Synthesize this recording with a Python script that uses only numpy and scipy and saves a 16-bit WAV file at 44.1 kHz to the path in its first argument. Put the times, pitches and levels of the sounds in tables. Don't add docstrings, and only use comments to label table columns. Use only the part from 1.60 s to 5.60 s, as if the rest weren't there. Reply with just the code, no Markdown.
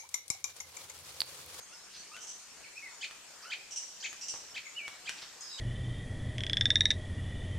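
import sys
import numpy as np
from scipy import signal
from scipy.fft import rfft, irfft
from scipy.io import wavfile
from scipy.ndimage import uniform_filter1d

SR = 44100
rng = np.random.default_rng(int(sys.argv[2]) if len(sys.argv) > 2 else 0)


def put_to_file(sound):
    columns = np.atleast_2d(sound).T
    safe = np.clip(columns, -1, 1)
    whole_steps = np.round(safe * 32767)
    wavfile.write(sys.argv[1], SR, whole_steps.astype(np.int16))


N = 176400
TIME = np.arange(N) / SR


def chups(base_hz=2709, length_s=0.042, ring_hz=2560):
    # t/s, level/dB, brightness/(dB per octave)
    calls = [(1.409, -40.5, 7), (1.899, -39.5, 3), (2.424, -40.5, 3), (2.942, -42.5, 4),
             (3.454, -42.5, 3.5), (3.979, -41, 6)]
    # share of its length, share of base_hz, level/dB
    shape = [(0, .53, -7), (0.272, .6, 7), (0.442, .76, 0.5), (0.582, 0.97, 4), (.74, .88, 6),
             (0.868, .68, 8), (1, .48, 9.5)]
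    # f/Hz, level/dB
    throat = [(1200, -8), (1700, -3.5), (2500, 12), (3300, 0.5), (4400, 0), (5100, -13.5), (7000, -15.5),
              (9000, -35), (13000, -50)]
    out = np.zeros(N)
    at, share, shape_db = np.transpose(shape)
    for start, db, bright_db in calls:
        u = progress(length_s)
        hz = base_hz * np.interp(u, at, share) * (1 + 0.025 * waver(len(u), 760))
        voice = np.zeros(len(u))
        for k in range(1, 6):
            harmonic_db = read(throat, k * hz) + bright_db * np.log2(k * hz / base_hz)
            voice += amp(harmonic_db) * np.sin(k * phase(hz))
        voice *= amp(np.interp(u, at, shape_db))
        add(out, start, amp(db) * unit(fade(voice, 0.1)))
    top = signal.lfilter(*signal.iirpeak(ring_hz, 10, SR), out)
    call = forest(out, direct_db=0, near_db=-2, near_s=0.085, far_db=-6, likeness=0.58)
    return call + forest(top, direct_db=-47, near_db=-8, near_s=0.67, far_db=-38, likeness=0.45)


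def rasps(chirps_per_s=99, sweep=0.178, jitter=0.07):
    # t/s, length/s, level/dB, f/Hz
    calls = [(0.606, 0.045, -47.5, 3140), (0.669, 0.039, -44.5, 3060), (2.108, 0.027, -42.5, 2997),
             (2.159, 0.021, -35.5, 3000), (2.61, 0.0345, -41, 2857), (2.682, 0.019, -35, 2977),
             (3.807, 0.0099, -43.5, 3350)]
    # multiple of the pitch, level/dB
    tones = [(1.003, -3), (2, 11), (2.596, 0.5)]
    out = np.zeros(N)
    for start, length, db, pitch_hz in calls:
        u = progress(length)
        cycle = (u * length * chirps_per_s) % 1
        hz = pitch_hz * (1 + sweep * (0.33 - cycle))
        pulses = np.minimum(cycle / 0.28, 1) * np.exp(-(cycle / 0.96) ** 2) + 0.22
        voice = np.zeros(len(u))
        for multiple, tone_db in tones:
            rough_hz = hz * (1 + jitter * waver(len(u), 2870))
            voice += amp(tone_db) * np.sin(multiple * phase(rough_hz))
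        add(out, start, amp(db) * unit(fade(voice * pulses, 0.1)))
    return forest(out, direct_db=-4.5, near_db=-4.5, near_s=0.22, far_db=-0.92, likeness=0.28)


def whistles(echo_s=0.078, echo_db=-16):
    # t/s, f/Hz, level/dB
    curves = [
        [(1.152, 2330, -61), (1.18, 2577, -38), (1.197, 2320, -54)],
        [(1.224, 2194, -44), (1.246, 2207, -43.5), (1.288, 1870, -51.5)],
        [(3.15, 2776, -54), (3.182, 2982, -34.5), (3.2, 2415, -41.5), (3.228, 2270, -47), (3.25, 2286, -40.5),
         (3.285, 2217, -40)],
    ]
    # t/s, length/s, first f/Hz, last f/Hz, level/dB
    slide_notes = [(1.033, .014, 2980, 2040, -49.5), (1.821, 0.0084, 6170, 4170, -45.5),
                   (2.401, 0.015, 3490, 7600, -42), (2.44, 0.0081, 7740, 5520, -36.5),
                   (3.806, 0.0092, 6840, 6560, -43.5)]
    bends, slides = np.zeros((2, N))
    for curve in curves:
        times, hz, db = np.transpose(curve)
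        t = np.arange(times[0], times[-1], 1 / SR)
        pitch = np.interp(t, times, hz) * (1 + 0.005 * waver(len(t), 200))
        tone = np.sqrt(2) * np.sin(phase(pitch))
        add(bends, times[0], amp(np.interp(t, times, db)) * fade(tone, 0.06))
    for start, length, from_hz, to_hz, db in slide_notes:
        pitch = from_hz + (to_hz - from_hz) * progress(length)
        add(slides, start, amp(db) * unit(fade(np.sin(phase(pitch)), 0.5)))
    add(bends, echo_s, amp(echo_db) * bends)
    return (forest(bends, direct_db=-2.6, near_db=-6.5, near_s=0.13, far_db=-11, likeness=0.79)
            + forest(slides, direct_db=-8, near_db=-4, near_s=0.14, far_db=-4.5, likeness=0.4))


def twigs(knock_db=-12, snap_db=-13, knock_s=0.00027, snap_s=0.0016, grains_per_s=7000):
    # t/s, base level/dB, extra snap level/dB, knock f/Hz
    ticks = [(0.566, -56, 14, 1500), (1.511, -47.5, 1, 1240), (2.529, -41.5, 1, 1440),
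             (2.74, -41.5, -10, 970), (2.75, -52, -9, 895), (2.761, -51, 4.5, 960),
             (3.280, -39.5, -0.5, 1210), (3.494, -42, 9.5, 1070), (3.628, -46, -10, 1040)]
    # f/Hz, level/dB
    snap_colour = [(400, -24), (1500, 10), (6500, 7), (14000, -11.5)]
    # t/s, length/s, level/dB
    crunches = [(0.323, 0.065, -57), (3.574, 0.029, -54.5), (3.613, 0.034, -51)]
    # f/Hz, level/dB
    crunch_colour = [(500, -11.5), (5000, 13.5), (10000, -21)]
    knocks, snaps, leaves = np.zeros((3, N))
    t = np.arange(SR // 50) / SR
    for start, db, treble_db, knock_hz in ticks:
        knock = t * np.exp(-t / knock_s) * np.sin(2 * np.pi * knock_hz * t)
        snap = rng.standard_normal(len(t)) * np.exp(-t / snap_s)
        add(knocks, start, amp(db + knock_db) * unit(knock))
        add(snaps, start, amp(db + treble_db + snap_db) * unit(snap))
    for start, length, db in crunches:
        u = progress(length)
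        add(leaves, start, amp(db) * unit(clicks(len(u), grains_per_s) * np.sin(np.pi * u)))
    out = knocks + colour(snaps, snap_colour) + colour(leaves, crunch_colour)
    return forest(out, direct_db=0, near_db=-7.5, near_s=0.058, far_db=-1.5, likeness=1)


def mews(hoarse=0.012, flutter_db=6):
    # t/s, length/s, first f/Hz, last f/Hz, level/dB
    notes = [(0.108, 0.045, 1263, 1480, -60.5), (0.506, 0.09, 1130, 1514, -54.5),
             (1.823, 0.07, 1087, 1510, -53)]
    harmonics = [0, -3, -16, -13]
    out = np.zeros(N)
    for start, length, from_hz, to_hz, db in notes:
        u = progress(length)
        hz = from_hz + (to_hz - from_hz) * np.sin(u * np.pi / 2)
        hz *= 1 + hoarse * waver(len(u), 600)
        voice = sum(amp(level + flutter_db * waver(len(u), 110)) * np.sin(k * phase(hz))
                    for k, level in enumerate(harmonics, 1))
        add(out, start, amp(db) * unit(fade(voice, 0.4)))
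    return forest(out, direct_db=-0.7, near_db=-1, near_s=0.14, far_db=-6.5, likeness=1)


def far_birds(wobble=0.011, hoarse=0.032):
    # t/s, length/s, first f/Hz, last f/Hz, level/dB
    thin_notes = [(0, 0.031, 6540, 6456, -50), (1.049, 0.041, 2236, 2320, -52),
                  (1.296, 0.16, 6970, 6710, -58), (2.47, 0.055, 6790, 6490, -50.5),
                  (3.037, 0.07, 6800, 6770, -54), (3.05, 0.023, 2470, 1944, -46)]
    # t/s, length/s, first f/Hz, last f/Hz, level/dB
    twitters = [(.12, 0.062, 5250, 5260, -55), (.32, 0.13, 4157, 4590, -56.5),
                (.35, .08, 6300, 5960, -52.5), (3.785, .2, 5270, 4830, -49),
                (3.89, 0.098, 3940, 3660, -49.5), (3.9, 0.099, 7700, 7520, -58)]
    out = np.zeros(N)
    for notes, rough in [(thin_notes, wobble), (twitters, hoarse)]:
        for start, length, from_hz, to_hz, db in notes:
            u = progress(length)
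            hz = (from_hz + (to_hz - from_hz) * u) * (1 + rough * waver(len(u), 690))
            add(out, start, amp(db) * unit(fade(np.sin(phase(hz)), 0.5)))
    return forest(out, direct_db=-8, near_db=-3.5, near_s=0.11, far_db=-4.5, likeness=0.024)


def seesaw_bird(high_hz=5400, low_hz=4358, length_s=0.046):
    # t/s, 0 for high or 1 for low, level/dB
    notes = [(.2, 0, -64), (.78, 1, -63), (.88, 0, -64), (1.04, 1, -62), (1.14, 0, -60), (1.28, 1, -62),
             (1.66, 0, -65), (2.88, 0, -60)]
    out = np.zeros(N)
    u = progress(length_s)
    for start, low, db in notes:
        hz = (low_hz if low else high_hz) * (1 + 0.007 * waver(len(u), 300))
        add(out, start, amp(db) * unit(np.sin(phase(hz)) * np.sin(np.pi * u)))
    return forest(out, direct_db=-10, near_db=-4, near_s=0.3, far_db=-2, likeness=0.4)


def stream_and_foliage(patchy_db=2):
    # f/Hz, level/dB
    spectrum = [(20, -12), (700, 1.5), (2200, 1), (3700, -0.5), (5400, 3.5), (7200, 2), (10500, -13),
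                (14000, -12)]
    # t/s, level/dB
    loudness = [(0, -53.5), (4, -52.5)]
    # f/Hz, likeness (1 is identical)
    likeness = [(120, 0), (600, 0.48), (1500, 0.69), (5500, 0)]
    frames, hz = N // 256 + 5, np.fft.rfftfreq(1024, 1 / SR)
    a, b, c, d, patches = rng.standard_normal((5, frames, len(hz)))
    for axis in (0, 1):
        patches = uniform_filter1d(patches, size=12, axis=axis)
    same = read(likeness, hz)
    left = a + 1j * b
    right = same * left + np.sqrt(1 - same ** 2) * (c + 1j * d)
    spectra = np.array([left, right]) * amp(read(spectrum, hz) + patchy_db * unit(patches))
    noise = signal.istft(spectra.transpose(0, 2, 1), nperseg=1024, noverlap=768)[1][:, :N]
    return unit(noise) * amp(np.interp(TIME, *np.transpose(loudness)))


def insects(centre_hz=8820, width_hz=170, gain_db=-2):
    # t/s, base level/dB
    loudness = [(0, -65.5), (1.8, -67), (3, -95)]
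    band = np.exp(-((np.fft.rfftfreq(N, 1 / SR) - centre_hz) / width_hz) ** 2 / 2)
    hiss = irfft(rfft(rng.standard_normal((2, N))) * band, N)
    return unit(hiss) * amp(np.interp(TIME, *np.transpose(loudness)) + gain_db)


def forest(x, direct_db, near_db, near_s, far_db, likeness, far_s=0.7):
    t = np.arange(SR) / SR
    out = amp(direct_db) * np.array([x, x])
    layers = [(near_db, near_s, 1500, likeness), (far_db, far_s, 5000, likeness / 2)]
    for db, decay_s, echoes_per_s, shared in layers:
        echoes = clicks((3, SR), echoes_per_s) * amp(-60 * t / decay_s) * np.minimum(t / 0.0058, 1)
        echoes /= np.linalg.norm(echoes, axis=1, keepdims=True)
        pair = np.sqrt(shared) * echoes[0] + np.sqrt(1 - shared) * echoes[1:]
        out += amp(db) * signal.fftconvolve(x[None], pair, axes=1)[:, :N]
    return out


def amp(db):
    return 10 ** (np.asarray(db) / 20)


def unit(x):
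    return x / np.sqrt(np.mean(x ** 2) + 1e-20)


def read(points, hz):
    f, value = np.transpose(points)
    return np.interp(np.log(hz + 1), np.log(f), value)


def colour(x, points):
    hz = np.fft.rfftfreq(x.shape[-1], 1 / SR)
    return irfft(rfft(x) * amp(read(points, hz)), x.shape[-1])


def add(mix, start_s, sound):
    part = mix[max(round(start_s * SR), 0):][:len(sound)]
    part += sound[:len(part)]


def waver(n, hz):
    keep_slow = np.exp(-(np.fft.rfftfreq(SR, 1 / SR) / hz) ** 2)
    return unit(irfft(rfft(rng.standard_normal(SR)) * keep_slow))[:n]


def clicks(shape, per_s):
    return rng.standard_normal(shape) * (rng.random(shape) < per_s / SR)


def fade(x, share):
    return x * signal.windows.tukey(len(x), share)


def progress(length_s):
    return np.linspace(0, 1, max(int(length_s * SR), 16))


def phase(hz):
    return 2 * np.pi * np.cumsum(hz) / SR


def scene():
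    background = stream_and_foliage() + insects()
    return background + chups() + rasps() + whistles() + mews() + far_birds() + seesaw_bird() + twigs()


def record(dry, cutoff_hz=14220):
    # f/Hz, level/dB
    balance = [(30, 10), (200, 5), (700, 2), (4300, -.5), (6000, -3), (7400, 10.5), (8700, 10.5),
               (11000, 0.5)]
    tilt_db = read(balance, np.fft.rfftfreq(N, 1 / SR)) / 2
    heard = irfft(rfft(dry) * amp([tilt_db, -tilt_db]), N)
    treble_cut = signal.firwin(511, cutoff_hz, window=("kaiser", 9), fs=SR)
    return signal.oaconvolve(heard, treble_cut[None], "same")


dry = scene()
out = record(dry)
put_to_file(out)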